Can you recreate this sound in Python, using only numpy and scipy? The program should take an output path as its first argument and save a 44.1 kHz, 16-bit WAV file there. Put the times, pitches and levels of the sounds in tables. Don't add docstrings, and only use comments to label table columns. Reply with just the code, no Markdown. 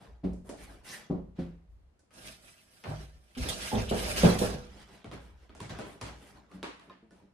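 import sys
import numpy as np
from scipy import signal
from scipy.fft import rfft, irfft, next_fast_len
from scipy.io import wavfile
from scipy.ndimage import uniform_filter1d, map_coordinates

SR = 44100
rng = np.random.default_rng(int(sys.argv[2]) if len(sys.argv) > 2 else 0)


def transcribe(signal):
    frames = np.atleast_2d(signal).T
    limited = np.clip(frames, -1, 1)
    pcm = np.round(limited * 32767).astype(np.int16)
    wavfile.write(sys.argv[1], SR, pcm)


N = 323485
TIME = np.arange(N) / SR
AGE = np.arange(SR) / SR

# frequency in Hz, relative level in dB.
DRAG_TONE = [(150, -23.5), (260, 2), (400, 2), (700, -0.5), (1200, -8), (1800, -13.5), (4000, -67.5)]


def amp(db):
    return 10 ** (np.asarray(db) / 20)


def unit(x):
    return x / np.sqrt(np.mean(x ** 2) + 1e-20)


def loudest(x):
    power = uniform_filter1d(np.mean(x ** 2, axis=0), size=882)
    return x / np.sqrt(power.max() + 1e-20)


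def along(points, hz):
    f, v = np.transpose(points)
    return np.interp(np.log(hz + 1), np.log(f), v)


def wobble(rate):
    return map_coordinates(rng.standard_normal(size=4096), [TIME * rate], mode="wrap")


def colour(x, points):
    n = x.shape[-1]
    m = 2 * next_fast_len(n // 2 + SR // 8)
    shape_db = along(points, np.fft.rfftfreq(m, 1 / SR))
    cepstrum = irfft(np.log(amp(shape_db)))
    cepstrum[1:m // 2] *= 2
    cepstrum[m // 2 + 1:] = 0
    return irfft(rfft(x, m) * np.exp(rfft(cepstrum)), m)[..., :n]


def add(track, s, x):
    start = max(round(s * SR), 0)
    track[:, start:start + x.shape[-1]] += x[..., :N - start]


def echoes():
    # frequency in Hz, t60 in seconds.
    room_t60 = [(60, 0.69), (250, 0.43), (700, 0.41), (2000, 0.53), (5000, 0.42), (10000, 0.39),
                (15000, 0.12)]
    density = np.clip((AGE / 0.06) ** 2, 1 / 400, 1)
    present = rng.random((2, SR)) < density
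    arrivals = rng.standard_normal((2, SR)) * present / np.sqrt(density)
    hz, t, z = signal.stft(arrivals, SR, nperseg=256)
    decay = amp(-60 * t / along(room_t60, hz)[:, None])
    tail = signal.istft(z * decay, SR, nperseg=256)[1][:, :SR]
    onset = 1 - np.exp(-AGE / 0.0047)
    return unit(tail * onset) / np.sqrt(SR)


def contact(t60, wet_db):
    crack = unit(rng.standard_normal(SR) * amp(-60 * AGE / t60)) / np.sqrt(SR)
    return crack + amp(wet_db) * echoes()


def ring(modes, rise, pitch=1, spread=0.3, waver=0.3):
    out = np.zeros((2, SR))
    for hz, db, t60 in modes:
        drift = np.interp(AGE, np.linspace(0, 1, num=50), np.cumsum(rng.standard_normal(size=50)))
        offset = spread * hz / 200 * rng.standard_normal((2, 1))
        phase = 2 * np.pi * hz * pitch * AGE + waver * drift + offset
        level = amp(db + rng.normal(0, 1) - 60 * AGE / t60)
        out += level * np.sin(phase)
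    return loudest(out * (1 - np.exp(-(AGE / rise) ** 2)))


def patchy(x, depth_db):
    z = signal.stft(x, nperseg=512)[2]
    field = uniform_filter1d(rng.standard_normal(z.shape[1:]), size=3, axis=0)
    field = uniform_filter1d(field, size=5, axis=1)
    return signal.istft(z * amp(depth_db * unit(field)), nperseg=512)[1][:, :x.shape[-1]]


def strokes(rows, release):
    power = np.zeros((len(rows[0]) - 2, N))
    for s, length, *db in rows:
        swell = np.sin(np.pi / 2 * np.minimum(AGE / length, 1)) ** 0.92
        fade = amp(-60 * np.maximum(AGE - length, 0) / np.reshape(release, (-1, 1)))
        add(power, s, (amp(db)[:, None] * swell * fade) ** 2)
    return np.sqrt(power)


def friction(spectrum, rate, grain_db, wet_db, flutter_db):
    present = rng.random(N) < rate / SR
    size = amp(grain_db * np.minimum(rng.exponential(size=N), 4))
    slips = present * rng.standard_normal(N) * size
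    answer = signal.fftconvolve(slips[None], echoes(), axes=1)[:, :N]
    heard = patchy(slips + amp(wet_db) * answer, depth_db=2.8)
    return unit(colour(heard, spectrum) * amp(flutter_db * wobble(70)))


def rubbing(rows, release, shapes, rate, grain_db, wet_db, flutter_db, groan_db):
    # frequency in Hz, relative level in dB.
    groan_tone = [(60, -34.5), (105, 1), (145, -3.5), (205, 2), (300, -18), (500, -55)]
    levels = strokes(rows, release)
    pressure = amp(0.85 * wobble(35))
    slide = np.zeros((2, N))
    for level, shape in zip(levels, shapes):
        slide += level * friction(shape, rate, grain_db, wet_db, flutter_db)
    groan = levels[0] * amp(groan_db) * unit(colour(rng.standard_normal((2, N)), groan_tone))
    return pressure * slide + groan


def box():
    # start in seconds, wall level in dB, wall pitch in Hz, ring level in dB,
    # crush level in dB, rise in seconds (the wall takes twice as long).
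    thumps = [(3.363, -36.5, 250, -48.5, -48.5, 0.007), (3.716, -38, 853, -51.5, -40, 0.00062),
              (3.725, -28.5, 218.5, -30, -31, 0.0046), (3.768, -37, 105.7, -36.5, -39, 0.0051),
              (3.91, -34, 220, -31.5, -28, 0.0029), (4.233, -16.5, 175.7, -21.5, -17.5, 0.00078),
              (4.252, -33.5, 103.4, -46, -26, 0.0028), (4.414, -55, 188, -32.5, -26, 0.0019),
              (4.53, -42, 137.4, -51, -43, 0.0073)]
    # frequency in Hz, relative level in dB, t60 in seconds.
    box_modes = [(55.66, 0.5, 1), (106.9, 5, 0.66), (203.5, 1.5, 0.75), (243.2, 8, 0.35), (398.4, 8, 0.4),
                 (451, -15.5, 0.28), (493, 3.5, 0.59), (560, -17.5, 0.09), (626, -14, 0.17), (756, -5, 0.1),
                 (788, 5, 0.19), (837, -27, .35)]
    # frequency in Hz, relative level in dB.
    crush_tone = [(25, -11.5), (55, -15.5), (120, -6), (220, 1.5), (310, -8), (420, -1), (600, -6.5),
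                  (900, -13), (1250, -21.5), (2000, -28), (5000, -62.5)]
    out = np.zeros((2, N))
    for s, wall_db, wall_hz, ring_db, crush_db, rise in thumps:
        wall = ring([(wall_hz, 0, 0.3)], 2 * rise, spread=0.65, waver=0.13)
        whole = ring(box_modes, rise, spread=0.63, waver=0.96)
        buckle = colour(contact(t60=0.15, wet_db=0.5), crush_tone) * (1 - np.exp(-AGE / rise))
        add(out, s, amp(wall_db) * wall)
        add(out, s, amp(ring_db) * whole)
        add(out, s, amp(crush_db) * loudest(buckle))
    return out


def foam():
    # start in seconds, length in seconds, drag level in dB, scrape level in dB, hiss level in dB.
    foam_strokes = [(2.11, 0.17, -55, -53.5, -57.5), (2.25, 0.013, -55.5, -51.5, -53),
                    (2.41, 0.083, -63, -56, -58.5), (2.52, 0.14, -74, -69, -67),
                    (2.66, 0.14, -69.5, -62.5, -63.5), (2.83, 0.09, -43, -57, -62),
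                    (2.93, 0.095, -60, -58.5, -65), (3.08, 0.31, -75, -69, -72),
                    (3.365, 0.097, -42, -40.5, -48), (3.47, 0.025, -38.5, -55, -55),
                    (3.56, .13, -47.5, -39.5, -43.5), (3.72, 0.065, -41, -44, -53.5),
                    (3.915, 0.12, -41, -39, -43.5), (4.02, 0.098, -41, -38, -43),
                    (4.14, 0.11, -34.5, -32.5, -40.5), (4.25, 0.057, -32.5, -39.5, -44),
                    (4.38, 0.074, -36, -40, -46), (4.48, 0.024, -41, -54, -65.5)]
    # frequency in Hz, relative level in dB.
    scrape_tone = [(600, -35), (1150, -3.5), (2000, -2.5), (3200, -3.5), (4500, -5), (6000, -6),
                   (7500, -15.5), (10000, -39.5)]
    hiss_tone = [(4500, -43), (7000, -12), (8500, -0.5), (10000, -3.5), (11500, -7), (14000, -10.5),
                 (15500, -42.5)]
    release = (0.48, 0.55, 0.44)
    return rubbing(foam_strokes, release, (DRAG_TONE, scrape_tone, hiss_tone), rate=2200,
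                   grain_db=2.5, wet_db=4, flutter_db=1.04, groan_db=-1.5)


def rasps():
    # start in seconds, level in dB, t60 in seconds,
    # treble tilt in dB reached at 8 kHz.
    rushes = [(2.845, -61, 0.87, -37.5), (3.35, -53, 0.073, -24.5), (3.374, -47, 0.22, -2.5),
              (3.487, -31.5, 0.085, 3.5), (3.817, -45.5, 0.045, 4), (3.892, -40, 0.24, -5.5),
              (4.162, -34.5, 0.51, 3), (4.386, -35, 0.4, 6.5)]
    rasp_tone = [(600, -18), (1800, -10.0), (3200, 0.5), (5500, -3.5), (7500, -7.0), (10000, -5.0),
                 (12000, -11.0), (15000, -10.0)]
    out = np.zeros((2, N))
    for s, db, t60, tilt_db in rushes:
        rush = patchy(contact(t60, wet_db=1.5), depth_db=4)
        rush = colour(rush, rasp_tone)
        rush = colour(rush, [(1500, 0), (8000, tilt_db)])
        add(out, s, amp(db) * loudest(rush))
    return out


def from_right(x, shade_db):
    left = amp(-shade_db) * np.roll(x[0], 13)
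    return np.array([left, amp(shade_db) * x[1]])


def case():
    # start in seconds, panel level in dB, thud level in dB, rattle level in dB,
    # panel pitch ratio, rise in seconds.
    bumps = [(.232, -29, -31.5, -59, 1, 0.01), (1.099, -29.5, -29, -67.5, 0.98, 0.0028),
             (1.381, -32.5, -36, -57.5, .94, 0.0089), (6.529, -47, -53, -73, 1.03, 0.024),
             (6.87, -58, -71, -90, 1.03, 0.011), (7.022, -58, -65, -94, 1.2, 0.0059),
             (7.11, -61, -68, -77, 1.03, .008), (7.215, -58.5, -62, -84, 1.07, .009)]
    # frequency in Hz, relative level in dB, t60 in seconds.
    panel_modes = [(52.5, -11, 0.96), (84.6, -11, 0.68), (181.4, 6, 0.45), (227, -21, 0.4),
                   (279, 3.5, 0.26), (379, -2.5, 0.33), (449.5, -10.5, 0.15), (564, -5.5, 0.33),
                   (624, -32, 0.43), (786, -9.5, 0.28), (894, -42, 0.18)]
    # frequency in Hz, relative level in dB.
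    thud_tone = [(40, -13.5), (120, 0), (200, 7.5), (380, -0.5), (600, -7), (900, -16.5), (1400, -29),
                 (3000, -88.5)]
    rattle_tone = [(500, -18), (1500, 7.5), (4500, -1.5), (7000, -13), (10000, -10.5), (14000, -32)]  # (Hz, dB)
    out = np.zeros((2, N))
    for s, db, thud_db, rattle_db, pitch, rise in bumps:
        swell = 1 - np.exp(-(AGE / rise) ** 2)
        reached = [(hz, level - 1.6 * rise * max(hz - 190, 0), t60) for hz, level, t60 in panel_modes]
        panel = ring(reached, rise, pitch, spread=0.14, waver=0.2)
        thud = colour(contact(t60=0.14, wet_db=0), thud_tone)
        rattle = colour(patchy(contact(t60=0.29, wet_db=-3), depth_db=1), rattle_tone)
        add(out, s, amp(db) * panel)
        add(out, s, amp(thud_db) * loudest(thud * swell) + amp(rattle_db) * loudest(rattle * swell))
    return out


def hands():
    # start in seconds, length in seconds, drag level in dB, scrape level in dB, hiss level in dB.
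    hand_strokes = [(0, 0.027, -54.5, -61, -70), (.44, 0.065, -54, -66, -63),
                    (.56, 0.083, -58, -56.5, -57.5), (.66, 0.076, -57, -62, -66.5),
                    (.832, 0.12, -53, -48, -49.5), (1.35, 0.063, -61.5, -64.5, -86),
                    (4.66, 0.16, -57.5, -57.5, -68.5), (4.86, 0.095, -58, -59, -68.5),
                    (5.11, 0.029, -50, -57, -66), (5.19, 0.072, -97, -67.5, -71),
                    (5.3, 0.15, -70, -71, -83), (5.58, 0.072, -52.5, -55.5, -71),
                    (5.69, 0.013, -46, -47.5, -77), (5.77, 0.033, -47.5, -55, -71),
                    (5.84, 0.072, -56.5, -61, -62), (6.0, 0.082, -50.5, -50.5, -66),
                    (6.15, 0.15, -60, -62.5, -66), (6.32, 0.064, -59.5, -67.5, -81),
                    (6.48, 0.078, -58, -66, -73), (6.64, 0.025, -64, -57, -85), (6.74, 0.13, -65, -86, -81),
                    (7.09, 0.11, -67.5, -74, -81.5)]
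    # frequency in Hz, relative level in dB.
    scrape_tone = [(600, -17.5), (1300, -0.5), (1900, 0), (3000, -2), (4200, -6), (5500, -7.5), (7500, -14),
                   (10000, -26.5)]
    hiss_tone = [(4500, -14.5), (6800, -11), (8500, -3.5), (10000, -4), (11300, -11.5), (14000, -13),
                 (15500, -55)]
    release = (0.66, 0.47, 0.27)
    return rubbing(hand_strokes, release, (DRAG_TONE, scrape_tone, hiss_tone), rate=3000,
                   grain_db=2.0, wet_db=0.5, flutter_db=-0.13, groan_db=-1)


def taps():
    # start in seconds, knock level in dB, clack level in dB,
    # tick level in dB, pitch of the touched spot in Hz, its ring relative to the clack in dB.
    touches = [(0.333, -51, -81, -66.5, 1030, -3), (.492, -39.5, -53, -53.5, 934, -1.5),
               (1.993, -75, -86, -72, 1510, 7), (2.107, -70, -67, -76, 1280, -6),
               (2.139, -69, -80, -63.5, 1550, -3), (2.839, -48, -46.5, -73, 1800, -9),
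               (5.044, -45, -53.5, -66, 2210, -12), (5.114, -47.5, -50.5, -66, 1090, -4),
               (5.494, -55, -61, -82, 1250, -4), (5.55, -55.5, -59.5, -61.5, 1410, -4),
               (5.603, -48, -47, -53, 953, -1.5), (5.696, -46.5, -50.5, -59, 1080, -10),
               (5.788, -40, -47.5, -56, 1273, -5), (6.013, -45.5, -44.5, -48, 1060, -9),
               (6.515, -61, -62, -72, 1187, 0), (6.629, -40, -41, -53.5, 1136, -7.5),
               (6.796, -72, -61, -70.5, 1104, -1), (6.897, -54.5, -60, -82, 1049, 9.5),
               (7.108, -61, -70, -73, 1495, 4)]
    # pitch ratio, relative level in dB, t60 in seconds.
    spot_modes = [(1, 7, 0.13), (1.17, 3, 0.11), (1.68, -13, 0.4), (2.3, -14, 0.16), (3.6, -4.5, 0.061)]
    # (Hz, dB).
    knock_tone = [(80, -23.5), (220, 0.0), (400, -1), (700, -7), (1200, -36), (3000, -58)]
    clack_tone = [(350, -33.5), (900, 7.5), (1500, 1.5), (3000, -2.5), (4500, -7.5), (8000, -28.5)]
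    tick_tone = [(2500, -18.5), (5000, -3), (7500, -3.5), (10000, -3.5), (12000, -23), (15000, -25.5)]
    out = np.zeros((2, N))
    for s, knock_db, clack_db, tick_db, hz, ring_db in touches:
        knock = colour(patchy(contact(t60=0.079, wet_db=4.5), depth_db=2.5), knock_tone)
        clack = colour(patchy(contact(t60=0.016, wet_db=5), depth_db=1.5), clack_tone)
        tick = colour(contact(t60=0.016, wet_db=3), tick_tone)
        spot = amp(ring_db) * ring(spot_modes, rise=0.001, pitch=hz, spread=0.5, waver=1.4)
        add(out, s, amp(knock_db) * loudest(knock) + amp(tick_db) * loudest(tick))
        add(out, s, amp(clack_db) * (loudest(clack) + spot))
    return out


def squeaks():
    # time of the peak in seconds, pitch in Hz, level in dB,
    # time from the peak to 1/e of its height in seconds.
    chirps = [(0.931, 1776, -56.5, 0.043), (0.943, 1960, -49, .014), (0.911, 5600, -50.5, 0.031),
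              (3.681, 2820, -46.5, 0.0069), (3.757, 3420, -44, 0.0057), (3.793, 2555, -48, 0.025),
              (3.898, 3030, -44, 0.016)]
    out = np.zeros((2, N))
    t = AGE[:SR // 4] - 1 / 8
    for s, hz, db, length in chirps:
        jitter = 0.075 * hz / 3000 * unit(uniform_filter1d(rng.standard_normal(len(t)), size=50))
        phase = 2 * np.pi * np.cumsum(hz * (1 + jitter)) / SR
        tone = np.sin(phase) * np.exp(-(t / length) ** 2)
        answer = signal.fftconvolve(tone[None], echoes(), axes=1)
        heard = np.pad(tone, (0, SR - 1)) + amp(-6.5) * answer
        add(out, s + t[0], amp(db) * loudest(heard))
    return out


def floor():
    # start in seconds, knock level in dB, boom level in dB,
    # rise in seconds (the boom takes three times as long).
    steps = [(0.069, -67, -51.5, 0.0099), (2.873, -35, -45.5, 0.01), (3.391, -41.5, -42.5, 0.0094),
             (5.059, -46.5, -54, 0.0074), (5.141, -49.5, -51, 0.0051), (5.611, -41.5, -55, 0.0054),
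             (5.704, -43.5, -63, 0.0092), (6.016, -43.5, -49.5, 0.0082)]
    # frequency in Hz, relative level in dB, t60 in seconds.
    board_modes = [(104.2, -1.5, 0.32), (119.2, -1.5, 0.18), (148.4, -8, 0.58)]
    boom_modes = [(58, 1, 1), (69.8, -11.5, 0.47)]
    # start in seconds, length in seconds, rumble level in dB.
    shifts = [(.07, 0.041, -53.5), (.24, 0.07, -43), (.58, .07, -49), (.72, 0.045, -51.5),
              (1.12, 0.091, -50.5), (1.38, 0.066, -45.5), (1.68, 0.049, -49.5), (2.15, .15, -57.5),
              (2.9, 0.14, -46), (3.36, 0.059, -34), (3.71, 0.12, -34), (3.86, 0.33, -37.5),
              (4.18, 0.066, -39.5), (4.44, 0.036, -38.5), (4.7, 0.047, -56), (5.2, .12, -52),
              (5.42, 0.13, -54), (5.68, 0.096, -48), (6.03, 0.14, -56), (6.28, .08, -65)]
    # frequency in Hz, relative level in dB.
    rumble_tone = [(15, -25), (28, -15), (45, -8.5), (58, 0), (75, -3.5), (110, -26), (200, -65)]
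    rumble = unit(colour(rng.standard_normal((2, N)), rumble_tone))
    out = strokes(shifts, release=0.81) * rumble
    for s, knock_db, boom_db, rise in steps:
        add(out, s, amp(knock_db) * ring(board_modes, rise, spread=0.67, waver=0.73))
        add(out, s, amp(boom_db) * ring(boom_modes, 3 * rise, spread=0.3, waver=0.24))
    return out


def air():
    # frequency in Hz, relative level in dB.
    air_tone = [(15, -30), (30, -4), (65, 4), (280, -6), (700, -13), (1500, -21), (4000, -30), (7500, -37),
                (10000, -35), (12000, -46), (15500, -66)]
    return amp(-69) * unit(colour(rng.standard_normal((2, N)), air_tone))


def scene():
    packing = from_right(box() + foam() + rasps(), shade_db=1.0)
    handling = (hands() + taps() + squeaks()) * amp([[-0.3], [0.3]])
    return packing + case() + handling + floor() + air()


def record(dry):
    # frequency in Hz, gain of the side signal in dB.
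    width = [(50, -13.5), (130, -9.5), (260, -6.5), (500, -0.5), (6000, 1.5), (8000, 1.5), (15000, -42)]
    m = next_fast_len(N + SR // 4)
    hz = np.fft.rfftfreq(m, 1 / SR)
    left, right = rfft(dry, m)
    mid = (left + right) / 2
    side = (left - right) / 2 * amp(along(width, hz))
    lead_samples = along([(6000, 0), (7500, 4)], hz)
    turns = along([(6000, 0), (7500, 1)], hz)
    lead = np.exp(1j * np.pi * (hz / SR * lead_samples - turns))
    pair = np.array([(mid + side) * lead, (mid - side) / lead])
    return irfft(pair * (hz < 15600), m)[:, :N]


dry = scene()
out = record(dry)
transcribe(out)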